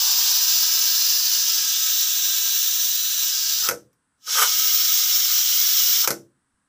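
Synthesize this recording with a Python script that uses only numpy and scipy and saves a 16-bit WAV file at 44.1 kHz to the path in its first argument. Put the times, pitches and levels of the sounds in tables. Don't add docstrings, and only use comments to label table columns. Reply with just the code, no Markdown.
import sys
import numpy as np
from scipy import signal
from scipy.fft import rfft, irfft, next_fast_len
from scipy.io import wavfile

SR = 44100
rng = np.random.default_rng(int(sys.argv[2]) if len(sys.argv) > 2 else 0)


def generate_wav(sig):
    pcm = np.round(np.clip(np.atleast_2d(sig).T, -1, 1) * 32767).astype(np.int16)
    wavfile.write(sys.argv[1], SR, pcm)


N = 294588
TIME = np.arange(N) / SR


def from_db(db):
    return 10 ** (np.asarray(db) / 20)


def rms_one(x):
    return x / np.sqrt(np.mean(x ** 2) + 1e-20)


def at_hz(points, hz):
    points = np.array(points)
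    return np.interp(np.log(hz + 1), np.log(points[:, 0]), points[:, 1])


def noise(spectrum):
    size = next_fast_len(N, True)
    gain = from_db(at_hz(spectrum, np.fft.rfftfreq(size, 1 / SR)))
    white = rng.standard_normal(size)
    return rms_one(irfft(rfft(white) * gain, size)[:N])


def flutter(rate, depth_db):
    knots = rng.standard_normal(N // 20)
    return from_db(depth_db * np.interp(TIME * rate, np.arange(len(knots)), knots))


def blown(modes):
    out = 0
    for hz, half_width, db in modes:
        b, a = signal.iirpeak(hz, hz / (2 * half_width), fs=SR)
        once = signal.lfilter(b, a, rng.standard_normal(N))
        out = out + from_db(db) * rms_one(signal.lfilter(b, a, once))
    return rms_one(out)


def ring(clicks, hz, t60):
    radius = from_db(-60 / (t60 * SR))
    angle = 2 * np.pi * hz / SR
    return signal.lfilter([0, np.sin(angle)], [1, -2 * radius * np.cos(angle), radius ** 2], clicks + 1e-18)


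def valve_opening(opens, shuts, open_s=0.016, shut_s=0.0073):
    easing_open = 0.5 * (1 + np.tanh((TIME - opens) / (2 * open_s)))
    return easing_open * np.exp(-np.maximum(TIME - shuts, 0) / shut_s)


# (time [s], delay of the hob-cover echo [ms], treble shadow [Hz],
# shadow depth [0-1], nearness to the jet [dB], relative ring of the cap's slot [dB])
MIC_PATH = [(0, 3.42, 9070, 0.5, 0, -7), (1.25, 2.8, 8400, 0.65, 0.4, -6.5), (1.6, 2.95, 9600, 0.57, 0, -8),
            (1.95, 3.26, 10840, 0.47, 0, -14), (2.9, 2.83, 11300, 0.25, 0, -30),
            (3.1, 2.64, 12500, 0.37, -0.7, -30), (3.36, 3.25, 9400, 0.6, 0.6, -6.5),
            (3.7, 2.6, 9050, 0.3, 0, -7.5), (4.3, 3.16, 10400, 0.14, 0, -35.5),
            (6.0, 3.56, 10200, 0.1, 0.12, -35)]


def along_path():
    s, *columns = np.transpose(MIC_PATH)
    return [np.interp(TIME, s, column) for column in columns]


# (opens [s], shuts [s], relative hiss level at opening [dB], sag [dB per s],
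# relative sizzle level [dB], extra roar at opening [dB])
BLASTS = [(-0.3, 3.671, -19.5, 1.05, -2.5, 22.5), (4.292, 6.048, -21.5, 0.0, -0.6, 4.5)]
# (frequency [Hz], relative level per Hz [dB])
HISS_COLOURS = [
    [(200, -42.5), (520, -41.5), (800, -38.5), (1300, -34), (1620, -15), (2100, -20.5), (2900, -8),
     (3800, -5.5), (4600, -5), (5900, -1.5), (7500, -7), (8200, -11), (11000, -16), (13500, -10)],
    [(200, -34.5), (520, -37.5), (800, -29), (1300, -17.5), (1800, -18), (2500, -12.5), (3100, -7.5),
     (4500, -4), (5650, 1.5), (7600, -5.5), (8200, -12.5), (10000, -13.5), (10900, -15), (13000, -12)],
]
# (frequency [Hz], half-width 6 dB down [Hz], relative level [dB])
CAP_MODES = [
    [(1030, 100, -26.5), (1287.5, 46, -20.5), (1583, 98, -16.5), (2900, 150, -15.5), (3594, 197, -5),
     (3940, 210, -2), (5450, 200, -3.5), (5925, 210, 2), (6360, 190, -6.5), (7230, 210, -4),
     (10810, 180, -13.5)],
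    [(1280, 23, -12.5), (1608, 160, -14), (2174, 150, -13), (2927, 110, -8.5), (3154, 100, -7),
     (3500, 260, -3.5), (3925, 150, -3), (4780, 140, -13), (5394, 200, 3), (5860, 230, 3), (6490, 170, -2),
     (7520, 120, -7), (10800, 280, -10)],
]
# (frequency [Hz], half-width 6 dB down [Hz], relative level [dB])
SLOT_MODES = [(4665, 340, -6), (5134, 120, -3.5)]
# (frequency [Hz], relative level per Hz [dB])
SIZZLE_COLOUR = [(11500, -39.5), (13000, -12.5), (14100, 4.5), (14800, 12.5), (15450, 13), (17000, -29)]
# (frequency [Hz], relative level per Hz [dB])
ROAR_COLOUR = [(300, -33.5), (520, -26.5), (750, -3), (980, 4.5), (1200, -1.5), (1800, -38)]
# (frequency [Hz], relative level per Hz [dB])
RUMBLE_COLOUR = [(20, -37), (45, -18), (80, -0.5), (140, -2.5), (280, -0.5), (600, -12), (1200, -25)]


def jet(hiss_db=-2.0, cap_db=-4.5, sizzle_db=1.3, rumble_db=-54.0):
    sizzle_late_db, sizzle_build_s = 12.5, 0.3
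    roar_db, roar_settle_s = -40.5, 1.36
    sizzle_shadow_db = 3
    _, _, shadow, near_db, slot_db = along_path()
    slot = from_db(slot_db) * blown(SLOT_MODES)
    roar = noise(ROAR_COLOUR)
    rumble = from_db(rumble_db) * noise(RUMBLE_COLOUR)
    sizzle = from_db(sizzle_db - sizzle_shadow_db * shadow) * noise(SIZZLE_COLOUR)
    sizzle = sizzle * flutter(rate=90, depth_db=0.9) * flutter(rate=6.6, depth_db=0.5)
    out = 0
    for blast, colour, modes in zip(BLASTS, HISS_COLOURS, CAP_MODES):
        opens, shuts, db, sag, top_db, surge_db = blast
        age = np.maximum(TIME - opens, 0)
        flow = valve_opening(opens, shuts) * from_db(db - sag * age)
        hiss = from_db(hiss_db) * noise(colour) + from_db(cap_db) * blown(modes) + slot
        still_to_build = np.maximum(1 - age / sizzle_build_s, 0)
        top = from_db(top_db - sizzle_late_db * still_to_build) * sizzle
        low = from_db(roar_db + surge_db * np.exp(-age / roar_settle_s)) * roar + rumble
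        out = out + flow * (hiss + top + low)
    return out * from_db(near_db) * flutter(rate=60, depth_db=0.67)


# (multiple of the shadow frequency, width [Hz], share of the shadow depth)
NOTCHES = [(.385, 200, .9), (.44, 400, .9), (1.0, 1300, 1.0), (1.53, 1300, .8)]
ECHOES = [(1.0, 0.22), (.91, -0.078), (.56, 0.059), (1.48, 0.15)]


def moving_microphone(x, size=256):
    echo_ms, shadow_hz, depth, _, _ = along_path()
    delay = echo_ms / 1000
    x = x + sum(gain * np.interp(TIME - length * delay, TIME, x, left=0) for length, gain in ECHOES)
    for multiple, width, share in NOTCHES:
        band, state = np.zeros(N), np.zeros(2)
        for i in range(0, N, size):
            hz = multiple * shadow_hz[i]
            b, a = signal.iirpeak(hz, hz / width, fs=SR)
            band[i:i + size], state = signal.lfilter(b, a, x[i:i + size], zi=state)
        x = x - np.clip(share * depth, 0, 1) * band
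    return x


# (peak time [s], relative peak level [dB], swell [s], decay time constant [s])
RASPS = [(3.688, -28.5, 0.1, 0.006), (4.285, -38.5, 0.03, 0.11), (4.388, -22, 0.06, 0.034),
         (4.432, -16, 0.04, 0.0096), (6.05, -31, 0.045, 0.005)]
# (frequency [Hz], half-width 6 dB down [Hz], relative level [dB])
VALVE_MODES = [(485, 35, -20), (1267, 81, -3.5), (1470, 90, -4), (3150, 250, -8), (5250, 110, -17),
               (6500, 100, -15), (7890, 65, -11.5), (11300, 300, -14), (12360, 340, -6.5)]
# (frequency [Hz], relative level per Hz [dB])
RASP_COLOUR = [(150, -36), (330, -26), (470, -3.5), (650, -12), (900, 1.5), (1400, -5.5), (2200, -3.5),
               (4000, -10), (7800, -6), (9500, -7), (12400, -6.5), (15000, -15)]


def rasp(modes_db=0.0, breadth_db=-3.0):
    voice = from_db(modes_db) * blown(VALVE_MODES) + from_db(breadth_db) * noise(RASP_COLOUR)
    squeeze = 0
    for peak, db, swell, decay in RASPS:
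        rise = np.clip(1 + (TIME - peak) / swell, 0, 1) ** 2
        fall = np.exp(-np.maximum(TIME - peak, 0) / decay)
        squeeze = squeeze + from_db(db) * rise * fall
    return squeeze * voice * flutter(rate=220, depth_db=2.5)


# (time [s], relative crack level [dB], relative thud level [dB])
CLACKS = [(3.688, -12, -29.5), (3.7105, -25.5, -26), (3.93, -63, -78.5), (6.0752, -10.5, -25),
          (6.1049, -14.5, -24.5)]
# (frequency [Hz], relative level per Hz [dB])
CRACK_COLOUR = [(100, -18), (500, -6.5), (1400, 4.5), (2200, 0.5), (3200, -13.5), (5800, 6), (8000, -3),
                (10000, -6.5), (13000, 4.5), (15500, -11)]
# (frequency [Hz], relative level [dB], t60 [s])
POT_MODES = [(139.8, -19.5, 0.4), (203, -26, 0.29), (337.4, -10, 0.21), (372, -23, .1), (475, -9.5, 0.2),
             (507, -2, 0.14), (579, -3.5, 0.098), (668, -14.5, 0.12), (807, -14.5, 0.17),
             (1300, -5.5, 0.068), (1496, 2, 0.043), (2080, -8, 0.053)]
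# (frequency [Hz], relative level per Hz [dB])
THUMP_COLOUR = [(30, -43.5), (70, -13.5), (135, -3), (190, -6.5), (330, 4), (520, 1.5), (750, -14),
                (1000, -24), (2000, -24)]


def clacks(crack_decay=0.0033, rattle_decay=0.014, rattle_db=-16.5,
           thump_db=-10.0, thump_rise=0.025, thump_decay=0.034):
    bounce_s, bounce_loss_db = 0.0083, 12.5
    bounces = np.add(CLACKS, [bounce_s, -bounce_loss_db, -bounce_loss_db])
    blows = np.vstack([CLACKS, bounces])
    crack, thump, pot = np.zeros((3, N))
    for start, sharp_db, dull_db in blows:
        age = np.maximum(TIME - start, 0)
        snap = np.exp(-age / crack_decay) + from_db(rattle_db) * np.exp(-age / rattle_decay)
        crack += from_db(sharp_db) * (age > 0) * snap
        thump_shape = (1 - np.exp(-age / thump_rise)) * np.exp(-age / thump_decay)
        thump += from_db(dull_db + thump_db) * thump_shape
    s, _, thud_db = blows.T
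    for hz, db, t60 in POT_MODES:
        clicks = np.zeros(N)
        lag = rng.uniform(0, 0.00301, len(s))
        strike_db = thud_db + db + rng.standard_normal(len(s))
        clicks[((s + lag) * SR).astype(int)] = from_db(strike_db)
        pot += ring(clicks, hz, t60)
    bass_cut = signal.butter(2, 130, "high", fs=SR, output="sos")
    body = signal.sosfilt(bass_cut, crack * noise(CRACK_COLOUR) + pot)
    return body + thump * noise(THUMP_COLOUR)


# (start [s], relative peak level [dB])
BUMPS = [(2.12, -63), (2.63, -65), (6.53, -72)]
# (frequency [Hz], relative level per Hz [dB])
BUMP_COLOUR = [(20, -10), (70, 0), (150, -11), (400, -23), (1500, -62)]


def handling(swell=0.012):
    envelope = 0
    for start, db in BUMPS:
        age = np.maximum(TIME - start, 0) / swell
        envelope = envelope + from_db(db) * age * np.exp(1 - age)
    return envelope * noise(BUMP_COLOUR)


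# (frequency [Hz], t60 [s])
KITCHEN_T60 = [(100, 0.5), (250, .36), (500, .22), (1500, 0.15), (3500, .11), (5000, 0.16), (6800, 0.22),
               (10000, 0.17), (14000, .12)]


def kitchen(x, wet_db=-8.5, boom_db=4.5, boom_hz=600, first_echo=0.0053):
    t, response = TIME[:SR], 0
    edges = np.geomspace(40, 18000, 11)
    for low, high in zip(edges, edges[1:]):
        hz = np.sqrt(low * high)
        band_pass = signal.butter(2, [low, high], "band", fs=SR, output="sos")
        band = signal.sosfilt(band_pass, rng.standard_normal(SR))
        decay = from_db(-60 * t / at_hz(KITCHEN_T60, hz)) * (t > first_echo)
        level = from_db(wet_db + boom_db / (1 + (hz / boom_hz) ** 2))
        response = response + band * decay / np.linalg.norm(decay) * level
    return x + signal.fftconvolve(x, response)[:N]


# (frequency [Hz], relative level per Hz [dB])
ROOM_COLOUR = [(20, -22.5), (60, -14), (130, -13), (280, -8), (340, -21), (650, -24), (1080, -15),
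               (1700, -16.5), (2300, -28), (7300, -31.5), (7850, -19), (10500, -27), (12000, -46.5)]


def room_tone(level_db=-72.5):
    return from_db(level_db) * noise(ROOM_COLOUR)


def scene():
    cooker = moving_microphone(jet()) + rasp() + clacks()
    mono = kitchen(cooker) + handling() + room_tone()
    return np.array([mono, mono])


def record(dry, cutoff_hz=15450):
    return signal.sosfilt(signal.ellip(12, 0.2, 90, cutoff_hz, fs=SR, output="sos"), dry)


dry = scene()
out = record(dry)
generate_wav(out)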